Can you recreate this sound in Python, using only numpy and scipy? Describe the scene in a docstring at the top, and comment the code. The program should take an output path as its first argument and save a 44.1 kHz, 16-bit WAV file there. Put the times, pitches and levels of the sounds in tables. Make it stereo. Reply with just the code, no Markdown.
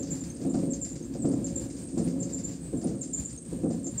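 """A ruined bearing knocks and rumbles as a big fan rotor turns, about once in 0.8 s, in a steel cabinet.
Each turn the rollers cross the damaged part of the race and ring the housing, the dragging shaft
groans, and the dry metal squeaks by stick-slip. Rollers scrape and ping in between,
over a thin rubbing whistle and a steady hum and hiss."""
import sys
import numpy as np
from scipy import signal
from scipy.fft import rfft, irfft
from scipy.io import wavfile
from scipy.ndimage import uniform_filter1d

SR = 44100
rng = np.random.default_rng(int(sys.argv[2]) if len(sys.argv) > 2 else 0)


def log_audio(samples):
    """Write samples as a 16-bit WAV file to the path given in sys.argv[1]."""
    # one column per channel
    frames = np.atleast_2d(samples).T
    # limit to full scale, then quantise
    limited = np.clip(frames, -1, 1)
    pcm = np.round(limited * 32767).astype(np.int16)
    wavfile.write(sys.argv[1], SR, pcm)


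N = 176400
T = np.arange(N) / SR

# roller drops: start_s, level_db
ROLLER_DROPS = [(-.06, -21), (0.41, -28), (.451, -19), (.545, -18.5), (.629, -22), (1.147, -28),
                (1.245, -16.5), (1.296, -26.5), (1.332, -20), (1.972, -17), (2.074, -24), (2.205, -30),
                (2.477, -34), (2.729, -21), (2.845, -20), (2.891, -26.5), (2.938, -29), (3.52, -25),
                (3.634, -17), (3.699, -25), (3.735, -25), (3.861, -28)]
# housing modes: freq_hz, gain_db, t60_s
HOUSING_MODES = [(124.8, -9.5, 0.35), (169.96, -3.5, 0.5), (197.5, -10, 0.63), (230.9, -6, 0.53),
                 (270.04, -1.5, 0.47), (299.8, -6.5, 0.4), (342.14, -2, 0.28), (408, -17.5, 0.38),
                 (439, -18, 0.082), (508, -15.5, 0.35), (545.6, -17.5, 0.38)]
# cabinet boom: freq_hz, density_db
BOOM_SPECTRUM = [(20, -67), (33, -40), (58, -41), (95, -11), (165, -4.5), (215, -3), (270, 4.5), (345, -6),
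                 (378, -23), (430, -7.5), (560, -14.5), (630, -19.5), (720, -18.5), (820, -31),
                 (1300, -36.5), (2500, -65), (6000, -85)]
# blows on the steel guard: start_s, level_db
GUARD_HITS = [(.449, -42), (.543, -34.5), (1.15, -46.5), (1.245, -42.5), (2.838, -40.5)]
# guard modes: freq_hz, gain_db, t60_s
GUARD_MODES = [(691, 6, 0.087), (759, -1, 0.18), (738, -5, 0.08), (890, -13.5, 0.097), (1110, -15, 0.016),
               (1415, -14.5, 0.076)]


def knocks(rise_s=0.0067, boom_fall_s=0.051, clack_fall_s=0.0053):
    """Rollers drop into the damage: housing ring, cabinet boom, dull clack. Some clank the guard."""
    clack_spectrum = [(300, 5.5), (700, -5), (850, -8), (1400, -10), (2500, 0.5), (8000, -43)]
    ring = struck(blows(ROLLER_DROPS), HOUSING_MODES)
    boom = bursts(ROLLER_DROPS, rise_s, boom_fall_s) * steadied(noise(BOOM_SPECTRUM), span_s=0.0193)
    clack = bursts(ROLLER_DROPS, rise_s, clack_fall_s) * noise(clack_spectrum)
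    clank = struck(blows(GUARD_HITS), GUARD_MODES)
    return pan(db=0.9) * (ring + amp(-6) * boom) + amp(-29) * clack + pan(db=1) * amp(2) * clank


# rough stretch under load, once a turn: peak_s, level_db
ROUGH_PASSES = [(-.15, -28.5), (0.599, -30.5), (1.304, -28.5), (2.097, -28.5), (2.879, -33.5), (3.7, -36)]


def rumble(pits_per_s=220, swell_s=0.12, ebb_s=0.25, floor_db=-55, throb_hz=21.5, throb_db=-2):
    """Rollers run over small pits with a quick throb, harder as the rough stretch takes the load."""
    load = amp(floor_db)
    for peak_s, db in ROUGH_PASSES:
        load = load + amp(db) * np.exp(-np.maximum((peak_s - T) / swell_s, (T - peak_s) / ebb_s))
    pits = rng.standard_normal(N) * (rng.random(N) < pits_per_s / SR)
    ring = steadied(struck(pits, HOUSING_MODES)[None], span_s=0.28)
    boom = steadied(noise(BOOM_SPECTRUM), span_s=0.042) * flutter(depth_db=2, rate_hz=35)
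    throb = unit_rms(amp(throb_db * np.sin(2 * np.pi * throb_hz * T)))
    return pan(db=0.3) * load * throb * (amp(-2) * ring + amp(-5) * boom)


# shaft drags: start_s, level_db, length_s
SHAFT_DRAGS = [(-.1, -48.5, .22), (0.632, -46, 0.17), (1.398, -45, 0.21), (2.099, -45.5, .19),
               (2.902, -53.5, 0.16), (3.713, -52, 0.21)]
# sustained housing modes: freq_hz, gain_db
GROAN_MODES = [(272, 5.5), (549, -1)]


def groans(rise_s=0.028, fall_s=0.071, waver_hz=3, shudder_db=2):
    """The dragging shaft holds the housing in a hollow note."""
    out = np.zeros((2, N))
    t = np.arange(SR // 2) / SR
    for start_s, db, length_s in SHAFT_DRAGS:
        drag = held(t, length_s, rise_s, fall_s)
        for hz, mode_db in GROAN_MODES:
            pitch_hz = hz + waver_hz * wander(len(t), rate_hz=14)
            tone = np.sin(2 * np.pi * np.cumsum(pitch_hz) / SR)
            gain = amp(db + mode_db + shudder_db * wander(len(t), rate_hz=25))
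            add(out, start_s, pan(db=-3) * gain * drag * tone)
    return out


def stick_slip(hz, length_s, rise_s, fall_s, jitter_hz, jitter_rate_hz, t60_s, wet_db,
               rasp_db=-20, rasp_hz=400, drop_hz=0, settle_s=0.00593, chatter_db=1, modes=()):
    """Unsteady metal tone with rasp and echo, peak RMS 1. Pitch falls by drop_hz as the metal bites."""
    t = np.arange(SR // 4) / SR
    n = len(t)
    pitch_hz = hz + drop_hz * np.exp(-t / settle_s) + jitter_hz * wander(n, jitter_rate_hz)
    phase = 2 * np.pi * np.cumsum(pitch_hz) / SR
    grip = held(t, length_s, rise_s, fall_s) * amp(chatter_db * wander(n, jitter_rate_hz))
    rasp = unit_rms(wander(n, rasp_hz) * np.sin(phase) + wander(n, rasp_hz) * np.cos(phase))
    tone = cabinet(grip * (np.sin(phase) + amp(rasp_db) * rasp), t60_s, wet_db)
    tone = tone + sum(amp(db) * resonate(tone, mode_hz, width_hz) for mode_hz, width_hz, db in modes)
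    power = uniform_filter1d(tone ** 2, size=700, axis=1)
    return tone / np.sqrt(power.max(1, keepdims=True))


# dry slips: start_s, level_db, pitch_hz, length_s
DRY_SLIPS = [(-.01, -31.5, 7260, 0.032), (0.102, -24.5, 7160, 0.026), (0.198, -32, 7140, 0.014),
             (0.493, -35, 7310, 0.024), (0.7, -27.5, 7330, 0.031), (0.811, -22.5, 7270, 0.035),
             (0.886, -35, 7200, 0.047), (1.039, -41, 7550, 0.022), (1.217, -32, 7410, 0.0082),
             (1.305, -40.5, 7400, 0.041), (1.438, -25.5, 7150, 0.016), (1.552, -23.5, 7300, 0.035),
             (1.972, -35, 7400, 0.011), (2.196, -28, 7410, 0.036), (2.32, -24, 7310, 0.03),
             (2.434, -24, 7200, 0.02), (2.764, -36.5, 7450, 0.012), (3.007, -25, 7270, 0.016),
             (3.13, -19.5, 7100, 0.02), (3.169, -26.5, 7180, 0.035), (3.245, -24.5, 7080, 0.014),
             (3.696, -42, 7280, .04), (3.836, -27.5, 7260, 0.048), (3.973, -20.5, 7160, 0.042)]
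# bearing ring modes: freq_hz, width_hz, gain_db
RACE_MODES = [(7156, 75, 3), (7335, 70, 4)]
# ring mode near the octave: freq_hz, width_hz, gain_db
RACE_OCTAVE_MODES = [(14100, 350, 13)]


def squeaks(note_db=-8, octave_db=-45):
    """Dry stick-slip sets the bearing ring singing, hard right; the faint octave is more central."""
    notes, octaves = np.zeros((2, 2, N))
    stroke = dict(rise_s=0.0075, fall_s=0.0061, jitter_hz=89.5, jitter_rate_hz=266, t60_s=0.31)
    for start_s, db, hz, length_s in DRY_SLIPS:
        note = stick_slip(hz, length_s, **stroke, wet_db=-1, rasp_db=1.5, rasp_hz=315,
                          drop_hz=556, modes=RACE_MODES)
        octave = stick_slip(2 * hz, length_s, **stroke, wet_db=2, rasp_db=7, rasp_hz=450,
                            modes=RACE_OCTAVE_MODES)
        add(notes, start_s, amp(db + note_db) * note)
        add(octaves, start_s, amp(db + octave_db) * octave)
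    return pan(db=-19) * notes + pan(db=-6) * octaves


# brief metal-on-metal slips: start_s, level_db, pitch_hz
BRIEF_SLIPS = [(0.03, -41, 6330), (.3, -42.5, 6390), (0.733, -38, 6450), (1.025, -49, 6450),
               (1.288, -43.5, 9100), (1.466, -43, 6450), (2.046, -44.5, 9220), (2.228, -39.5, 6420),
               (2.84, -40.5, 9130), (3.028, -41.5, 6430), (3.375, -44, 6440), (3.865, -41, 6460),
               (3.913, -52, 9250)]


def pings(gain_db=1):
    """Brief slips sound other modes of the bearing."""
    out = np.zeros((2, N))
    for start_s, db, hz in BRIEF_SLIPS:
        ping = stick_slip(hz, length_s=0.0043, rise_s=0.003, fall_s=0.0041, jitter_hz=40,
                          jitter_rate_hz=210, t60_s=0.12, wet_db=-2, rasp_db=-12, rasp_hz=260)
        add(out, start_s, amp(db + gain_db) * ping)
    return pan(db=-14) * out


# roller skids: start_s, level_db, centre_hz
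HIGH_SKIDS = [(.148, -59, 9560), (.858, -55, 9500), (1.61, -60, 9400), (2.376, -56.5, 9550),
              (2.769, -55, 9260), (3.189, -50.5, 9240)]


def scratches():
    """Skidding rollers give high, almost pitchless scratches."""
    out = np.zeros((2, N))
    for start_s, db, hz in HIGH_SKIDS:
        skid = stick_slip(hz, length_s=0.016, rise_s=0.0051, fall_s=0.01, jitter_hz=150,
                          jitter_rate_hz=220, t60_s=0.43, wet_db=4, rasp_db=10, rasp_hz=420)
        add(out, start_s, amp(db) * skid)
    return pan(db=2.5) * out


# roller scrapes: start_s, level_db
ROLLER_SCRAPES = [(0.026, -42), (0.0683, -44), (0.1503, -44), (0.236, -45), (0.361, -50.5), (0.412, -47.5),
                  (0.537, -43), (0.5866, -48.5), (0.732, -42), (0.8463, -40.5), (0.954, -43), (1.1353, -48),
                  (1.253, -46.5), (1.314, -46.5), (1.466, -42), (1.607, -47.5), (1.699, -45.5),
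                  (1.765, -46), (1.8856, -50), (1.9755, -42), (2.075, -44), (2.2283, -45), (2.292, -44),
                  (2.381, -42.5), (2.4778, -46.5), (2.5146, -44.5), (2.8125, -46), (2.8695, -43.5),
                  (3.028, -45), (3.189, -48), (3.291, -46.5), (3.7025, -45.5), (3.865, -47)]
# scrape noise: freq_hz, density_db
SCRAPE_SPECTRUM = [(800, -17.5), (2000, -5), (3200, -10.5), (4200, -5.5), (4800, 3.5), (5400, 0), (6400, 3),
                   (7400, 7.5), (8000, 0), (8800, -4.5), (9600, -15), (12500, -31), (16000, -28)]


def scrapes(gain_db=-1):
    """Rollers scrape along the race in short gritty rasps."""
    envelope = amp(gain_db) * bursts(ROLLER_SCRAPES, rise_s=0.0018, fall_s=0.049)
    return pan(db=-9) * envelope * noise(SCRAPE_SPECTRUM) * flutter(depth_db=1.5, rate_hz=300)


# rubbing envelope: time_s, level_db
RUB_LEVELS = [(0.13, -62), (0.3, -51), (0.49, -53.5), (0.53, -50), (1.1, -58), (1.21, -56), (1.38, -54),
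              (1.92, -48), (2.44, -59.5), (2.71, -54), (2.8, -54), (2.93, -53), (3.0, -48.5), (3.56, -51),
              (4.0, -54.5)]
# rubbing whistle: freq_hz, density_db
WHISTLE_SPECTRUM = [(5000, -32.5), (7700, -13.5), (8380, -16), (8480, -7), (8540, 0.5), (8610, -10),
                    (8685, 0), (8780, -13), (8930, -9), (9300, -24), (11000, -72)]
# lower whine, about every second turn: start_s, level_db, pitch_hz, length_s
RUB_WHINES = [(1.173, -46, 8060, 0.11), (2.601, -46, 8080, 0.11), (3.946, -51, 8300, 0.041)]


def rubbing(gain_db=1):
    """Steady rubbing gives a fuzzy whistle that swells and fades, with an occasional lower note."""
    whistle = unit_rms(cabinet(noise(WHISTLE_SPECTRUM), t60_s=0.096, wet_db=2)[:, :N])
    envelope = amp(gain_db + np.interp(T, *np.transpose(RUB_LEVELS)))
    out = envelope * whistle * flutter(depth_db=2, rate_hz=90)
    for start_s, db, hz, length_s in RUB_WHINES:
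        whine = stick_slip(hz, length_s, rise_s=0.021, fall_s=0.0087, jitter_hz=70,
                           jitter_rate_hz=330, t60_s=0.19, wet_db=1)
        add(out, start_s, amp(db) * whine)
    return pan(db=-6.5) * out


# hum and hiss: freq_hz, density_db
AIR_SPECTRUM = [(20, -48), (32, -27), (44, -3.5), (62, 11.5), (85, 1), (125, 9.5), (250, 1.5), (500, -12.5),
                (800, -17.5), (1200, -22), (1450, -25), (1650, -20), (2000, -25.5), (2420, -23),
                (3000, -27.5), (4600, -22.5), (5600, -28), (7400, -23.5), (8800, -34), (9800, -34),
                (11300, -37), (12600, -31), (13500, -32), (14400, -39.5), (16000, -36)]
# their balance: freq_hz, left_minus_right_db
AIR_BALANCE = [(30, -2), (250, 3.5), (1000, 4), (3000, 2.5), (5000, -2), (7500, -16), (10000, 6.5),
               (16000, -7)]


def air(level_db=-44, drift_db=3.05):
    """Low hum and hiss in the cabinet, wavering in level."""
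    return amp(level_db + drift_db * wander(N, rate_hz=8)) * noise(AIR_SPECTRUM, AIR_BALANCE)


# left-right likeness: freq_hz, correlation
STEREO_CORRELATION = [(30, 1), (300, 0.91), (500, 0.52), (1000, 0), (3000, 0), (16000, 0.063)]


def noise(spectrum, balance=None):
    """Unit-RMS stereo noise from (freq_hz, density_db) points; sides alike in the bass only."""
    hz = np.fft.rfftfreq(N, 1 / SR)
    left, independent = rfft(rng.standard_normal((2, N)))
    correlation = np.clip(log_interp(STEREO_CORRELATION, hz), -1, 1)
    right = correlation * left + np.sqrt(1 - correlation ** 2) * independent
    bins = np.array([left, right]) * amp(log_interp(spectrum, hz))
    if balance:
        bins = bins * amp(np.outer([.5, -.5], log_interp(balance, hz)))
    return unit_rms(irfft(bins, N))


def cabinet(x, t60_s, wet_db):
    """Direct sound plus dense echoes off the steel walls, different at each ear."""
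    t = np.arange(SR // 3) / SR
    walls = rng.standard_normal((2, len(t))) * amp(-60 * t / t60_s)
    walls *= amp(wet_db) / np.linalg.norm(walls[0])
    walls[:, 0] += 1
    return signal.fftconvolve(np.atleast_2d(x), walls, axes=1)


def struck(force, modes):
    """A body's decaying modes, rung by a train of blows."""
    t = np.arange(SR // 2) / SR
    ring = sum((-1) ** k * amp(db - 60 * t / t60_s) * np.sin(2 * np.pi * hz * t)
               for k, (hz, db, t60_s) in enumerate(modes))
    return signal.oaconvolve(force, ring / abs(ring).max())[:N]


def resonate(x, hz, width_hz):
    """Unity-gain resonance."""
    radius = np.exp(-np.pi * width_hz / SR)
    pole = radius * np.exp(2j * np.pi * hz / SR)
    return 2 * signal.lfilter([1 - radius], [1, -pole], x).real


def blows(events):
    """One impulse per event."""
    force = np.zeros((1, N))
    for start_s, db in events:
        add(force, start_s, amp([[db]]))
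    return force[0]


def bursts(events, rise_s, fall_s):
    """Envelope of quick rises and exponential falls, summed in power."""
    power = sum((amp(db) * held(T - start_s, 0, rise_s, fall_s)) ** 2 for start_s, db in events)
    return np.sqrt(power)


def held(t, length_s, rise_s, fall_s):
    """Linear rise; exponential fall from length_s on."""
    return np.clip(t / rise_s, 0, 1) * np.exp(-np.maximum(t - length_s, 0) / fall_s)


def wander(count, rate_hz):
    """Unit-RMS random drift, low-passed at rate_hz."""
    rolloff = 1 + (np.fft.rfftfreq(count, 1 / SR) / rate_hz) ** 4
    return unit_rms(irfft(rfft(rng.standard_normal(count)) / rolloff, count))


def flutter(depth_db, rate_hz):
    """Randomly flickering gain, unit RMS."""
    return unit_rms(amp(depth_db * wander(N, rate_hz)))


def steadied(x, span_s):
    """Flattens level swings slower than span_s."""
    power = uniform_filter1d((x ** 2).mean(0), max(int(span_s * SR), 2))
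    return x / np.sqrt(abs(power) + 1e-12)


def add(mix, start_s, sound):
    """Mixes a sound in, cropped to the mix."""
    at = round(start_s * SR)
    sound = sound[:, max(-at, 0):]
    part = mix[:, max(at, 0):][:, :sound.shape[1]]
    part += sound[:, :part.shape[1]]


def pan(db):
    """Stereo gains for a left-minus-right level."""
    return unit_rms(amp([[db / 2], [-db / 2]]))


def log_interp(points, hz):
    freq_hz, value = np.transpose(points)
    return np.interp(np.log(hz + 1), np.log(freq_hz + 1), value)


def amp(db):
    return 10 ** (np.asarray(db) / 20)


def unit_rms(x):
    return x / np.sqrt(np.mean(x ** 2) + 1e-20)


def scene():
    """Low bearing noise, high friction sounds, background air."""
    bearing = knocks() + rumble() + groans()
    friction = squeaks() + pings() + scratches() + scrapes() + rubbing()
    return bearing + friction + air()


def record(dry):
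    """Steep low-pass on the top treble."""
    cutoff_hz = 15750
    lowpass = signal.firwin(511, cutoff_hz, window=("kaiser", 9), fs=SR)
    return signal.oaconvolve(dry, lowpass[None], "same")


dry = scene()
out = record(dry)
log_audio(out)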